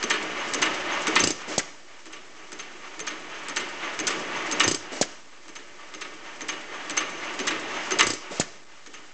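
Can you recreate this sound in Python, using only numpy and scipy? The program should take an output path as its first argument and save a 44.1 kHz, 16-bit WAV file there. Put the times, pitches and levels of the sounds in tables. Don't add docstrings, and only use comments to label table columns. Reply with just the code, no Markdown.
import sys
import numpy as np
from scipy import signal
from scipy.fft import rfft, irfft, next_fast_len
from scipy.io import wavfile

SR = 44100
rng = np.random.default_rng(int(sys.argv[2]) if len(sys.argv) > 2 else 0)


def wrap_up_sound(samples):
    columns = np.atleast_2d(samples).T
    tamed = np.clip(columns, -1, 1)
    steps = np.round(tamed * 32767).astype(np.int16)
    wavfile.write(sys.argv[1], SR, steps)


def invert_db(x):
    u = np.asarray(x, float) / 20
    return 10 ** u


N = 402633
CAM_TURN_S = .49

# (time [s], level [dB], weight of its lows [dB], shake of the valve spring [dB])
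LATCH_TICKS = [(0.027, 10, -1, -1), (0.536, 10, -5, -4), (1.069, 5.5, 0, -5), (2.056, 8, 0, -4),
               (2.519, 9, 0, 2), (2.993, 10, -1, 2), (3.484, 8, -3, -2), (3.99, 7.5, -1, 0),
               (4.513, 8, -3, 0), (5.481, 7, 1, -2), (5.938, 8, 2, -1), (6.407, 7, -1, 3),
               (6.897, 9, -1, -3), (7.39, 5, 3, 0), (7.908, 6, 2, 2), (8.862, 9, -1, -1)]
# (time [s], level [dB], weight of its lows [dB], shake of the valve spring [dB])
ROCKER_CLACKS = [(0.099, 11, 2, -2), (0.617, 9.5, -1, 0), (1.155, 8, 5.5, -10), (2.125, 6, 2, 3),
                 (2.589, 8, 1, 1), (3.067, 10.5, 1, 4), (3.561, 13.5, -3, -2), (4.068, 16, -8, -6),
                 (4.597, 13, 0, -6), (5.553, 11, -2, -2), (6.01, 10, 1, -3), (6.483, 11.5, 0, 2),
                 (6.968, 11, 0.5, 6), (7.469, 11.5, -1, -2), (7.987, 12, 0, 3), (8.935, 9, 0, 1)]
# (time after intake [s], level [dB], weight of its lows [dB], shake of the valve spring [dB])
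VALVE_CHATTER = [
    (-.043, 3, -10, 8),
    (0, 15, -1, -10),
    (.034, 13.5, -3, -9),
    (.067, 14.5, -3, -8),
]
# (time [s], strength [dB], gain trim of the coasting run that follows [dB])
INTAKES = [
    (-2.23, 0, 3.6),
    (1.238, 0, -0.3),
    (4.678, 1.2, 0.8),
    (8.068, -2.5, -2),
]
# (frequency [Hz], density [dB per Hz])
WHIRR_SPECTRUM = [(35, -60), (66, -22.5), (321, -6), (431, -9.5), (478, -8.5), (565, -7), (975, -5),
                  (1200, -5.5), (3000, -8.7), (3800, -13.5), (6300, -9), (7940, -18), (9000, -45.5),
                  (11700, -95.5), (19800, -120)]


def rms_one(x):
    return x / np.sqrt(np.mean(x ** 2) + 1e-20)


def coloured(x, spectrum):
    hz, level_db = np.transpose(spectrum)
    size = next_fast_len(N, True)
    log_hz = np.log(np.arange(size // 2 + 1) * SR / size + 1)
    gain = invert_db(np.interp(log_hz, np.log(hz), level_db))
    return rms_one(irfft(rfft(x, size) * gain, size)[:N])


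def band(x, which):
    # (lower edge [Hz], upper edge [Hz])
    edges_hz = [(170, 620), (620, 3600), (3600, 12000), (900, 3700), (180, 480)]
    return signal.sosfilt(signal.butter(3, edges_hz[which], "band", fs=SR, output="sos"), x)


def ring(x, hz, t60):
    r, w = invert_db(-60 / (t60 * SR)), 2 * np.pi * hz / SR
    return signal.lfilter([(1 - r * r) / 2, 0, (r * r - 1) / 2], [1, -2 * r * np.cos(w), r * r], x + 1e-18)


def modal_sum(force, modes):
    return sum(invert_db(db) * ring(force, hz, t60) for hz, db, t60 in modes)


def grit(spread_db):
    size_db = spread_db * np.minimum(rng.exponential(1, N), 4)
    return rms_one(rng.standard_normal(N) * invert_db(size_db))


def drift(rate_hz):
    knots = rng.standard_normal(N // 200 + 2)
    r = np.exp(-400 * np.pi * rate_hz / SR)
    slow = signal.lfilter([1], [1, -2 * r, r * r], knots)
    return np.interp(np.arange(N) / 200, np.arange(len(slow)), rms_one(slow))


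def swell(seconds, level_db, rise_s, fall_s):
    t = np.arange(SR // 4) / SR
    shape = (1 - np.exp(-t / rise_s)) * np.exp(-t / fall_s)
    out = np.zeros(N + len(t))
    for s, db in zip(seconds, level_db):
        out[round(s * SR):][:len(t)] += invert_db(db) * shape / shape.max()
    return out[:N]


def after_intakes(pattern):
    return np.array([(at + s, db + strength_db, *rest)
                     for at, strength_db, _ in INTAKES[1:] for s, db, *rest in pattern])


def cam_clock():
    s = np.transpose(ROCKER_CLACKS)[0]
    s = np.r_[s[0] - CAM_TURN_S, s, s[-1] + CAM_TURN_S]
    return s, np.r_[0, np.cumsum(np.round(np.diff(s) / CAM_TURN_S))]


def coasting():
    s, turns = cam_clock()
    single = np.diff(turns)[1:] == 1
    return s[1:-1][single], np.diff(s)[1:][single]


def cycle():
    # (time after intake [s], gain [dB], air hiss [dB])
    recovery = [(-.1, -31, 0), (.035, -34, 12), (.11, -42, 13), (.16, -43, 8), (.22, -43, -1),
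                (.29, -36, 8), (.42, -46.5, 9), (.52, -50, 5), (.62, -53.3, 5), (.72, -51, 3),
                (.9, -50, 3.5), (2.3, -37, 0), (2.9, -33, 0), (3.3, -31, 0)]
    s, gain_db, air_db = np.transpose(recovery)
    at, _, trim_db = np.transpose(INTAKES)
    t = np.arange(N) / SR
    since = t - at[np.searchsorted(at + s[0], t) - 1]
    gain_db = np.interp(since, s, gain_db) + np.interp(t, at + 2, trim_db)
    return gain_db, np.interp(since, s, air_db)


def cam_load():
    # (share of turn after the clack [0-1], whirr [dB], rumble [dB], hiss [dB])
    load = [(0, -.5, -5, -12), (.2, -.8, -6, -12.5), (.36, -2.3, -7.5, -14.5), (.45, -2.4, -7, -14),
            (.54, 1.9, -8, -12), (.78, -1.5, -9, -12), (.93, -.5, -4.5, -11)]
    share, *levels_db = np.transpose(load)
    angle = np.interp(np.arange(N) / SR, *cam_clock())
    return [np.interp(angle, share, db, period=1) for db in levels_db]


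def shed(x):
    t60_s, cut_hz, level_db = 1, 2530, -15.5
    t = np.arange(SR // 2) / SR
    tail = rng.standard_normal(len(t)) * invert_db(-60 * t / t60_s) * (t > .004)
    tail = signal.sosfilt(signal.butter(1, cut_hz, fs=SR, output="sos"), tail)
    tail = tail / np.sqrt(np.sum(tail ** 2))
    return invert_db(level_db) * signal.fftconvolve(x, tail)[:N]


def iron(force, modes_db):
    # (frequency [Hz], level [dB], t60 [s])
    frame_modes = [(319, 1.5, .12), (366.4, 2.5, .12), (429.5, -2, 0.091), (579, -2, .09),
                   (919, -3.5, 0.18), (1159, 1, 0.11), (1264.6, -2.5, .06), (1469, -6.5, 0.074),
                   (1650, -8, .06), (1818, -1.5, .04), (2050, 0, .06), (2243, -1, .06), (2412, -6.5, .06),
                   (2690, -5, 0.087), (2896, 2.5, .15), (3135, -4.5, 0.15), (3897, -7.5, 0.16),
                   (4780, -6.5, 0.064), (5170, -6, .06), (6000, -8, 0.066), (7760, -9.5, 0.049)]
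    return force + invert_db(modes_db) * modal_sum(force, frame_modes)


def running(whirr_db, rumble_db, hiss_db):
    teeth = coloured(iron(grit(1.68), modes_db=2.0), WHIRR_SPECTRUM)
    rumble = signal.sosfilt(signal.butter(3, 620, fs=SR, output="sos"), teeth)
    parts = [rumble, band(teeth, 1), band(teeth, 2)]
    levels_db = [rumble_db, whirr_db, hiss_db]
    flicker_db = 1.1
    return sum(rms_one(part) * invert_db(db + flicker_db * drift(20)) for part, db in zip(parts, levels_db))


def push_rod():
    back = coasting()[0] + .126
    take_up = np.transpose(LATCH_TICKS)[0][1:] - .053
    click_db = np.r_[0 * back - 1.5, 0 * take_up - 4.5]
    return band(grit(2.5), 2) * swell(np.r_[back, take_up], click_db, 0.00073, 0.018)


def spring():
    hum_db, rub_share, rub_db = -9, .54, -12
    shake = invert_db(hum_db)
    # (blows, lag [s], fall [s], trim [dB])
    shakers = [(LATCH_TICKS, .008, .006, 20.3), (ROCKER_CLACKS, .007, .007, 19.8),
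               (after_intakes(VALVE_CHATTER), .004, .007, 22)]
    for table, lag_s, fall_s, trim_db in shakers:
        s, level_db, _, spring_db = np.transpose(table)
        shake = shake + swell(s + lag_s, level_db + spring_db + trim_db, 0.0012, fall_s)
    start, length = coasting()
    s = (start + rub_share * length)[:-1]
    force = (shake + swell(s, 0 * s + rub_db + 20, 0.01, 0.02)) * grit(1.2)
    return ring(force, 6372, 0.065) + invert_db(-1.1) * ring(force, 6230, 0.032)


def leaks():
    # (time after intake [s], low [dB], middle [dB], hiss [dB])
    leak = [
        (.24, 2.5, -5, 0),
    ]
    s = after_intakes(leak)[:, 0]
    gas = coloured(grit(4.5), WHIRR_SPECTRUM)
    parts = [band(gas, 0), band(gas, 1), band(grit(3.0), 2)]
    return sum(rms_one(part) * swell(s, 0 * s + db, 0.0052, 0.029) for part, db in zip(parts, leak[0][1:]))


def gulps():
    # (time after intake [s], level [dB])
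    puff_pattern = [
        (-.03, 15),
        (0, 18),
        (.034, 18.5),
        (.065, 17.5),
        (.24, 13),
    ]
    s, peak_db = np.transpose(after_intakes(puff_pattern))
    puffs = np.zeros(N)
    puffs[((s + .0015) * SR).astype(int)] = invert_db(peak_db + 37)
    horn = ring(ring(puffs, 310, .009), 345, .014)
    air = ring(ring(rng.standard_normal(N), 60, 0.022), 130, 0.013)
    draw = air * swell(s[::len(puff_pattern)], [26, 24.5, 17.5], .03, 0.045)
    return horn + draw


def blows(table, contacts, lag_s, rise_s, fall_s, trim_db):
    s, level_db, weight_db = np.transpose(table)[:3]
    parts_db = [level_db + weight_db, level_db + weight_db, level_db]
    return sum(part * swell(s + lag_s[k], parts_db[k] + trim_db[k], rise_s[k], fall_s[k])
               for k, part in enumerate(contacts))


def inlet_valve(contacts):
    return blows(after_intakes(VALVE_CHATTER), contacts,
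                 [.002, .0005, 0], [.002, .0006, .0003], [.006, .005, .006], [-11.0, -1.2, 3.0])


def valve_head(force):
    # (frequency [Hz], level [dB], t60 [s])
    head_modes = [(4910, -9.5, 0.034), (4890, -8.5, 0.011), (7210, -8, 0.017), (7680, 0, 0.099)]
    return invert_db(13.0) * modal_sum(force, head_modes)


def latch(contacts):
    release = blows(LATCH_TICKS, contacts,
                    [.006, .0005, 0], [.004, .0006, .0003], [.025, .005, .003], [3.5, 6.0, 5.2])
    stop = blows(LATCH_TICKS, contacts,
                 [.012, .009, .008], [.004, .0015, .0006], [.02, .01, .006], [0.5, 1.2, 0.4])
    return release + stop


def rocker(contacts):
    # (time [s], level [dB], weight of its lows [dB])
    second_landing = [
        (8.007, 19, -3),
    ]
    landing = blows(ROCKER_CLACKS, contacts,
                    [.006, .004, 0], [.004, .003, .0008], [.015, .013, .012], [-2.5, 8.8, 2.2])
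    again = blows(second_landing, contacts,
                  [.003, .0012, 0], [.002, .0008, .0003], [.01, .008, .003], [-5.0, 8.0, 1.5])
    bounce = blows(ROCKER_CLACKS, contacts,
                   [.036, .035, .035], [.005, .004, .003], [.04, .03, .015], [-3.5, -1.5, -12.0])
    return landing + again + bounce


def firing():
    # (time [s], pressure pulse [dB], jet [dB])
    exhausts = [
        (1.5803, 26.5, 7),
        (5.0133, 28, 8.5),
        (8.3986, 27, 7.5),
    ]
    # (frequency [Hz], density [dB per Hz])
    jet_spectrum = [(710, 13), (1200, -23.5), (1810, -1), (2480, 1.5), (4320, 1.5), (7540, -8),
                    (8410, -3.5), (9000, -37.5), (11700, -76), (19800, -120)]
    s, pulse_db, jet_db = np.transpose(exhausts)
    t = np.arange(-80, 300) / SR
    width_s = np.where(t < 0, .00033, .00036)
    n_wave = -t / 0.00026 * np.exp(-.5 * (t / width_s) ** 2)
    pulse = np.zeros(N)
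    for at, db in zip(s, pulse_db):
        pulse[round(at * SR) - 76:][:len(t)] += invert_db(db - 3.5) * n_wave
    gas = coloured(grit(1.4), jet_spectrum)
    whistle = invert_db(22.0) * ring(gas, 6800, 0.0019)
    jet = (gas + whistle) * swell(s - .0012, jet_db + 7.5, 0.00096, .011)
    slap = ring(grit(2.1), 1700, 0.0026) * swell(s + .011, jet_db + 18.5, 0.003, 0.008)
    pipe = invert_db(5.5) * ring(pulse, 190, 0.013) + invert_db(2.5) * ring(pulse, 520, 0.01)
    return pulse + pipe, jet + slap


def scene():
    blow_bands = [4, 3, 2]
    whirr_db, rumble_db, hiss_db = cam_load()
    contacts = [band(grit(2.5), which) for which in blow_bands]
    valve = inlet_valve(contacts)
    struck = iron(latch(contacts) + rocker(contacts) + valve, modes_db=6.5) + valve_head(valve)
    pulse, jet = firing()
    hits = struck + jet + gulps() + spring() + push_rod() + leaks()
    walls = shed(hits + invert_db(-15.0) * pulse)
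    air_db = cycle()[1]
    return (running(whirr_db, rumble_db, hiss_db + air_db) + hits + pulse + walls)[None]


def low_pass(x):
    return signal.sosfilt(signal.butter(12, 9610, fs=SR, output="sos"), x)


def record(dry):
    step = .0055
    x = dry * invert_db(cycle()[0])
    x = signal.sosfilt(signal.butter(2, 80, "high", fs=SR, output="sos"), x)
    x = signal.resample_poly(x, 160, 441, axis=1, window=signal.firwin(8821, 1.12 / 441))
    x = (np.round(x / step) + 1) * step
    playback = signal.firwin(14113, 1 / 441, window=("kaiser", 9.0))
    x = signal.resample_poly(x, 441, 160, axis=1, window=playback, padtype="mean")[:, :N]
    return low_pass(x)


dry = scene()
out = record(dry)
wrap_up_sound(out)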